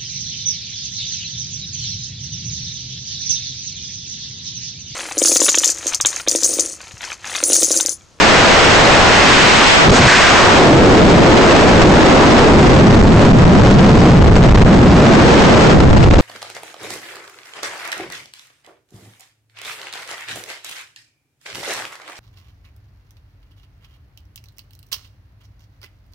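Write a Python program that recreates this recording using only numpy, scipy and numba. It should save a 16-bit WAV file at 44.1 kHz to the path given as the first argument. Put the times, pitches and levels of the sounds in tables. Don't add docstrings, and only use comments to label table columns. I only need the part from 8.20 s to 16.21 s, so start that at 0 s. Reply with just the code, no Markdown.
import sys
import numpy as np
from scipy import signal
from scipy.fft import rfft, irfft, next_fast_len
from scipy.io import wavfile
from scipy.ndimage import map_coordinates
from numba import njit

SR = 44100
rng = np.random.default_rng(int(sys.argv[2]) if len(sys.argv) > 2 else 0)


def bounce(signal):
    frames = np.transpose(np.atleast_2d(signal))
    limited = np.clip(frames, -1, 1)
    pcm = np.round(limited * 32767).astype(np.int16)
    wavfile.write(sys.argv[1], SR, pcm)


N = 353241

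PITCH_WANDER_OCTAVES = 0.046


def amp(db):
    return 10 ** (np.asarray(db) / 20)


def unit(x):
    return x / np.sqrt(np.mean(x ** 2) + 1e-20)


def curve(rows):
    seconds, values = np.transpose(rows)
    return np.interp(np.arange(N) / SR, seconds, values)


def wobble(rate_hz):
    knots = rng.standard_normal(int(N * rate_hz / SR) + 4)
    return map_coordinates(knots, [np.arange(N) * rate_hz / SR])


def spell(centre_s, length_s, edge):
    distance = np.abs(2 * (np.arange(N) / SR - centre_s) / length_s)
    return np.exp(-np.minimum(distance, 10) ** edge)


def filtered(x, response):
    size = next_fast_len(N + SR // 2)
    spectrum = rfft(x, size) * response(np.fft.rfftfreq(size, 1 / SR))
    return irfft(spectrum, size)[..., :N]


def coloured(x, points):
    f, db = np.transpose(points)
    return filtered(x, lambda hz: amp(np.interp(np.log(hz + 1), np.log(f), db)))


@njit
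def swept_lowpass(x, step, damping):
    out, s1, s2 = np.empty_like(x), 0.0, 0.0
    for i in range(len(x)):
        g = step[i]
        band = (s1 + g * (x[i] - s2)) / (1 + g * (g + damping[i]))
        out[i] = s2 + g * band
        s1 = 2 * band - s1
        s2 = 2 * out[i] - s2
    return out


def eddies(hz, q):
    step = np.tan(np.pi * np.clip(hz, 20, SR / 4) / SR) * np.ones(N)
    q = np.maximum(q, 1 / 4) * np.ones(N)
    noise = rng.standard_normal(N) / np.sqrt(step * q)
    return swept_lowpass(noise, step, 1 / q)


def ports(shared, differing, likeness):
    turn = np.arccos(np.clip(likeness, -1, 1)) / 2
    mid, side = np.cos(turn) * shared, np.sin(turn) * differing
    return np.array([mid + side, mid - side])


# time in seconds, eddy rate in Hz before gusts and puffs.
FLOW_ROWS = [(0, 1650), (.85, 1520), (1.1, 2170), (1.42, 1850), (1.51, 2480), (1.63, 1415), (1.68, 826),
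             (1.725, 700), (1.765, 1330), (1.85, 1700), (1.9, 2170), (2.28, 1300), (2.49, 716), (2.55, 564),
             (3.1, 562), (3.17, 826), (3.42, 705), (3.68, 505), (3.78, 720), (4.2, 766), (4.36, 467),
             (4.5, 447), (4.57, 554), (4.66, 440), (4.76, 307), (6.42, 286), (6.5, 318), (6.82, 296),
             (6.95, 674), (7.51, 660), (7.56, 320), (8.01, 298)]


def flow_rate():
    return curve(FLOW_ROWS)


# frequency in Hz, relative density in dB.
HISS_SHAPE = [(300, -10.5), (1500, 3), (4000, 4.5), (9000, -5.5)]
EDDY_Q, FLAP_Q = 0.77, 0.34
LIKENESS, LIKENESS_PER_OCTAVE2 = 0.56, 0.072
SPUTTER_DB, SPUTTER_DB_PER_OCTAVE, SPUTTER_HZ = 0.57, 0.53, 170.05


def airflow(eddy_hz, depth, flapping, swing):
    q = EDDY_Q + (FLAP_Q - EDDY_Q) * flapping
    likeness = LIKENESS + LIKENESS_PER_OCTAVE2 * depth ** 2 + swing
    roar = ports(eddies(eddy_hz, q), eddies(1.18 * eddy_hz, 0.85 * q), likeness)
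    pickup = [(25, -5.5), (80, -3.5), (200, -2.0), (330, -1.8), (600, 0), (1200, -1.34), (2800, 4.5)]
    roar = coloured(roar, pickup)
    hiss_db = -17.4 - 3.2 * depth + 2 * wobble(70)
    hiss = amp(hiss_db) * unit(coloured(rng.standard_normal((2, N)), HISS_SHAPE))
    sputter_db = (SPUTTER_DB + SPUTTER_DB_PER_OCTAVE * depth) * wobble(SPUTTER_HZ)
    return (roar + hiss) * amp(1.04 * wobble(45) + sputter_db)


def evened(x, evenness):
    analytic = signal.hilbert(x, next_fast_len(N))[:, :N]
    size = np.sqrt(np.mean(np.abs(analytic) ** 2, axis=0))
    return unit(x / (size + 0.12 * size.mean()) ** np.clip(evenness, 0, 1))


# centre in seconds, length in seconds, pressure in units of the flow's rms.
SHOVE_ROWS = [(4.82, 0.0046, -6), (5.126, .005, 4), (5.246, 0.0075, -7), (5.425, .005, 2), (6.22, .006, 4),
              (6.3, 0.0046, 6), (6.327, .005, 4), (6.34, 0.007, -6), (6.37, .006, 12), (6.444, 0.006, 11),
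              (7.699, .0065, 3), (7.758, 0.005, 12.5), (7.933, 0.0036, 9.5)]
BUFFET_DB, BUFFET_DB_PER_OCTAVE, FLAP_BUFFET_DB = -23.5, 8, 5.5
RUMBLE_EVENNESS = 0.34


def buffeting(depth, flapping, swing):
    level_db = BUFFET_DB + BUFFET_DB_PER_OCTAVE * depth + FLAP_BUFFET_DB * flapping + 1.13 * wobble(12)
    rumble = ports(eddies(106.0, 1.08), eddies(95.0, 0.76), 0.81 + swing)
    rumble = coloured(rumble, [(10, -10.0), (40, -4.5)])
    shoves = sum(push * spell(s, length_s, 2) for s, length_s, push in SHOVE_ROWS)
    return amp(level_db) * evened(rumble, RUMBLE_EVENNESS) + shoves


# centre in seconds, length in seconds, mean pitch in Hz, Q, level in dB before wavering.
SWELL_ROWS = [(0.491, 0.12, 71.8, 1.2, -14.5), (0.505, 0.93, 612, 2.3, -7), (0.647, .85, 139, 1.6, -16.5),
              (1.2, 0.42, 249, 4.1, -11), (1.443, .08, 1090, 2.3, -6), (1.707, 0.049, 107, 1, 8),
              (1.76, 0.084, 5670, 0.67, -6.5), (1.81, 0.06, 111, 0.88, -0.5), (1.857, 0.04, 126, 2.1, 3.5),
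              (2.2, .25, 700, 1.4, -8), (2.43, 0.15, 300, 1.8, -2), (2.925, 0.14, 151, 2, -4),
              (3.683, 0.086, 122.5, 1.2, -2.5), (4.522, 0.27, 170, 2.3, -6), (4.73, .1, 149.4, 4, 0),
              (4.822, 0.074, 100.3, 2.4, -2), (5.205, 0.097, 153, 2.5, -3.5), (5.441, .14, 163.7, 4.4, 1.5),
              (5.679, 0.22, 160, 4.3, 0.5), (5.926, 0.11, 151, 4.2, 0.5), (6.765, 0.15, 199, 3.1, -2.5),
              (7.249, 0.56, 191.5, 3, -5), (7.722, 0.064, 85, 3.2, -5), (7.838, 0.11, 175, 3.3, -6)]
SWELL_EDGE, SWELL_WAVER_DB = 2.23, 1.5


def swells():
    out = np.zeros(N)
    for s, length_s, hz, q, db in SWELL_ROWS:
        wavering_hz = hz * 2 ** (PITCH_WANDER_OCTAVES * wobble(18))
        band = np.gradient(eddies(wavering_hz, q))
        out += amp(db + SWELL_WAVER_DB * wobble(11)) * unit(band) * spell(s, length_s, SWELL_EDGE)
    return out


# centre in seconds, length in seconds, change of left-right correlation.
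SWING_ROWS = [(1.574, 0.23, -0.6), (1.88, 0.25, 0.29), (3.29, 0.31, -0.0089), (7.556, 0.99, -0.12)]
SWING_EDGE = 3.9


def swings():
    return sum(change * spell(s, length_s, SWING_EDGE) for s, length_s, change in SWING_ROWS)


# time in seconds, mean rate in Hz before flapping.
SHEDDING_ROWS = [(2.3, 305), (2.9, 250), (3.3, 310), (3.68, 215), (3.9, 290), (4.1, 235), (4.55, 205),
                 (4.8, 170), (5.6, 160), (6.4, 155), (6.52, 204.5), (6.85, 209.8), (7.45, 214.9),
                 (7.65, 170)]
CORE_OCTAVES, VORTEX_DB, VORTEX_FADE_DB = 2.536, 1.52, -5
SHED_WANDER_OCTAVES = 0.1
FLAP_OCTAVES, FLAP_VORTEX_DB = -0.3, -6


def vortices(depth, flapping, swing):
    hz = curve(SHEDDING_ROWS) * 2 ** (FLAP_OCTAVES * flapping + SHED_WANDER_OCTAVES * wobble(8))
    fade_db = VORTEX_FADE_DB * np.abs(CORE_OCTAVES - depth) ** 1.51
    level_db = VORTEX_DB + fade_db + FLAP_VORTEX_DB * flapping + 1.7 * wobble(10)
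    phase = 2 * np.pi * np.cumsum(hz) / SR

    def drift():
        return eddies(0.42 * hz, 0.65)

    def shed():
        return unit(np.cos(phase) * drift() + np.sin(phase) * drift())

    return amp(level_db) * ports(shed(), shed(), 0.941 + swing)


HOLLOW_HZ, HOLLOW_Q = 341.7, 2.88
EDGE_OCTAVES, HOLLOW_DB, HOLLOW_FADE_DB = 1.82, -5, -6


def hollow(depth, flapping, swing):
    fade_db = HOLLOW_FADE_DB * np.abs(depth - EDGE_OCTAVES) ** 1.5
    level_db = HOLLOW_DB + fade_db - 7 * flapping + 1.5 * wobble(9)

    def band():
        wavering_hz = HOLLOW_HZ * 2 ** (PITCH_WANDER_OCTAVES * wobble(18))
        return unit(np.gradient(eddies(wavering_hz, HOLLOW_Q)))

    return amp(level_db) * ports(band(), band(), 0.87 + swing)


# time in seconds, pitch in Hz, level in dB.
HOWL_ROWS = [(1.855, 1560, -63), (1.88, 1650, 1), (1.94, 1700, 4), (1.99, 1850, -0.5), (2.06, 1580, -5.5),
             (2.2, 1230, -8.5), (2.28, 1100, -13), (2.4, 990, -56)]
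HOWL_Q = 3.6


def howl():
    seconds, pitch_hz, level_db = np.transpose(HOWL_ROWS)
    hz = curve(np.column_stack([seconds, pitch_hz]))
    db = curve(np.column_stack([seconds, level_db]))
    return amp(db) * unit(np.gradient(eddies(hz, HOWL_Q)) / hz)


# centre in seconds, length in seconds, level change in dB.
PUFF_ROWS = [(2.842, .015, -3.5), (2.894, 0.0083, -4), (3.103, 0.0097, 2), (3.309, 0.036, 1.5),
             (3.374, 0.0074, -1.5), (3.484, .02, 0), (3.56, 0.036, -0.5), (3.622, .014, 11.5),
             (3.864, .015, 4), (3.936, 0.056, -0.5), (4.025, 0.017, -0.5), (4.121, 0.012, 0),
             (4.194, .025, 3), (4.857, 0.09, -1.5), (4.945, 0.034, 3), (5.04, 0.068, 4),
             (5.147, 0.053, -6.5), (5.254, 0.008, 7), (5.285, .05, -2.5), (5.354, 0.013, 4),
             (5.382, 0.016, 6.5), (5.423, .018, -7), (5.476, 0.021, 4), (5.512, 0.011, 6),
             (5.559, 0.023, -7), (5.733, .018, 2), (5.858, 0.055, 4), (5.945, 0.027, -7.5),
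             (6.123, 0.046, -0.5), (6.163, .018, 10.5), (6.193, 0.02, 0), (6.251, 0.038, 4.5),
             (6.275, 0.013, -1), (6.303, 0.012, 7), (6.339, 0.016, -2.5), (6.353, 0.019, 8),
             (6.387, .02, 3.5), (6.422, 0.016, 8.5), (6.542, 0.027, 2), (6.696, 0.026, 1),
             (6.789, .02, 4.5), (6.867, 0.019, 4.5), (6.9, .025, -7), (6.94, 0.014, 2.5),
             (7.566, 0.011, -6.5), (7.577, .01, 1.5), (7.583, .012, -6), (7.605, 0.012, 6.5),
             (7.617, 0.013, -5.5), (7.67, 0.022, 2), (7.71, 0.0062, 3.5), (7.732, 0.0092, 4),
             (7.75, .014, 0.5), (7.77, .012, 8.5), (7.835, 0.016, 11.5), (7.855, 0.0094, 2.5),
             (7.887, 0.034, -7), (7.909, 0.012, 6.5), (7.939, 0.01, 5.5), (7.99, 0.022, 6)]


def puffs():
    return sum(db * spell(s, length_s, 2) for s, length_s, db in PUFF_ROWS)


# start in seconds, end in seconds, strength 0-1.
FLAP_ROWS = [(5.9, 6.479, .7), (7.53, 8.1, 1)]
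FLAP_RISE_S, FLAP_FALL_S = 0.14, 0.0411


def flaps():
    t = np.arange(N) / SR
    total = np.zeros(N)
    for start_s, end_s, strength in FLAP_ROWS:
        ramp = np.minimum((t - start_s) / FLAP_RISE_S, (end_s - t) / FLAP_FALL_S)
        total += strength * np.clip(ramp, 0, 1)
    return total


OPEN_HZ = 1638
EDDY_WANDER_OCTAVES, PUFF_OCTAVES_PER_DB = 0.084, 0.05


def scene():
    eddy_hz = flow_rate()
    depth = np.log2(OPEN_HZ / eddy_hz)
    flapping, puff_db, swing = flaps(), puffs(), swings()
    state = (depth, flapping, swing)
    gusty_hz = eddy_hz * 2 ** (EDDY_WANDER_OCTAVES * wobble(14) + PUFF_OCTAVES_PER_DB * puff_db)
    flow = amp(puff_db) * airflow(gusty_hz, *state)
    wake = buffeting(*state) + vortices(*state) + hollow(*state)
    return flow + wake + swells() + howl()


# frequency in Hz, relative density in dB.
FIZZ_SHAPE = [(200, -2.5), (1000, 4), (3000, -4), (6000, -7), (9000, -11.5)]


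def fizz(x, above_hz, smear_s):
    edges = filtered(x, lambda hz: hz ** 2 / (hz ** 2 + above_hz ** 2))
    power = filtered(np.mean(edges ** 2, axis=0), lambda hz: np.exp(-(hz * smear_s) ** 2))
    noise = unit(coloured(rng.standard_normal((2, N)), FIZZ_SHAPE))
    return np.sqrt(np.abs(power)) * noise


# frequency in Hz, gain in dB.
WIDTH_CURVE = [(2500, 0), (4500, -1.5), (6000, -3), (8000, -21.5)]


def narrowed(x):
    side = coloured((x[0] - x[1]) / 2, WIDTH_CURVE)
    return x.mean(axis=0) + np.array([side, -side])


# frequency in Hz, gain in dB.
CAMERA_COLOUR = [(200, 1.5), (1200, 0.1), (2800, -1.5), (5000, -2), (7000, -3), (8300, -6), (9300, -17)]
TOP_HZ = 9600


def record(dry):
    squared = amp(-7.5) * np.tanh(amp(12.5) * dry)
    sound = squared + amp(-2.5) * fizz(squared, above_hz=1240, smear_s=0.015)
    sound = coloured(narrowed(sound), CAMERA_COLOUR)
    return filtered(sound, lambda hz: hz < TOP_HZ)


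dry = scene()
out = record(dry)
bounce(out)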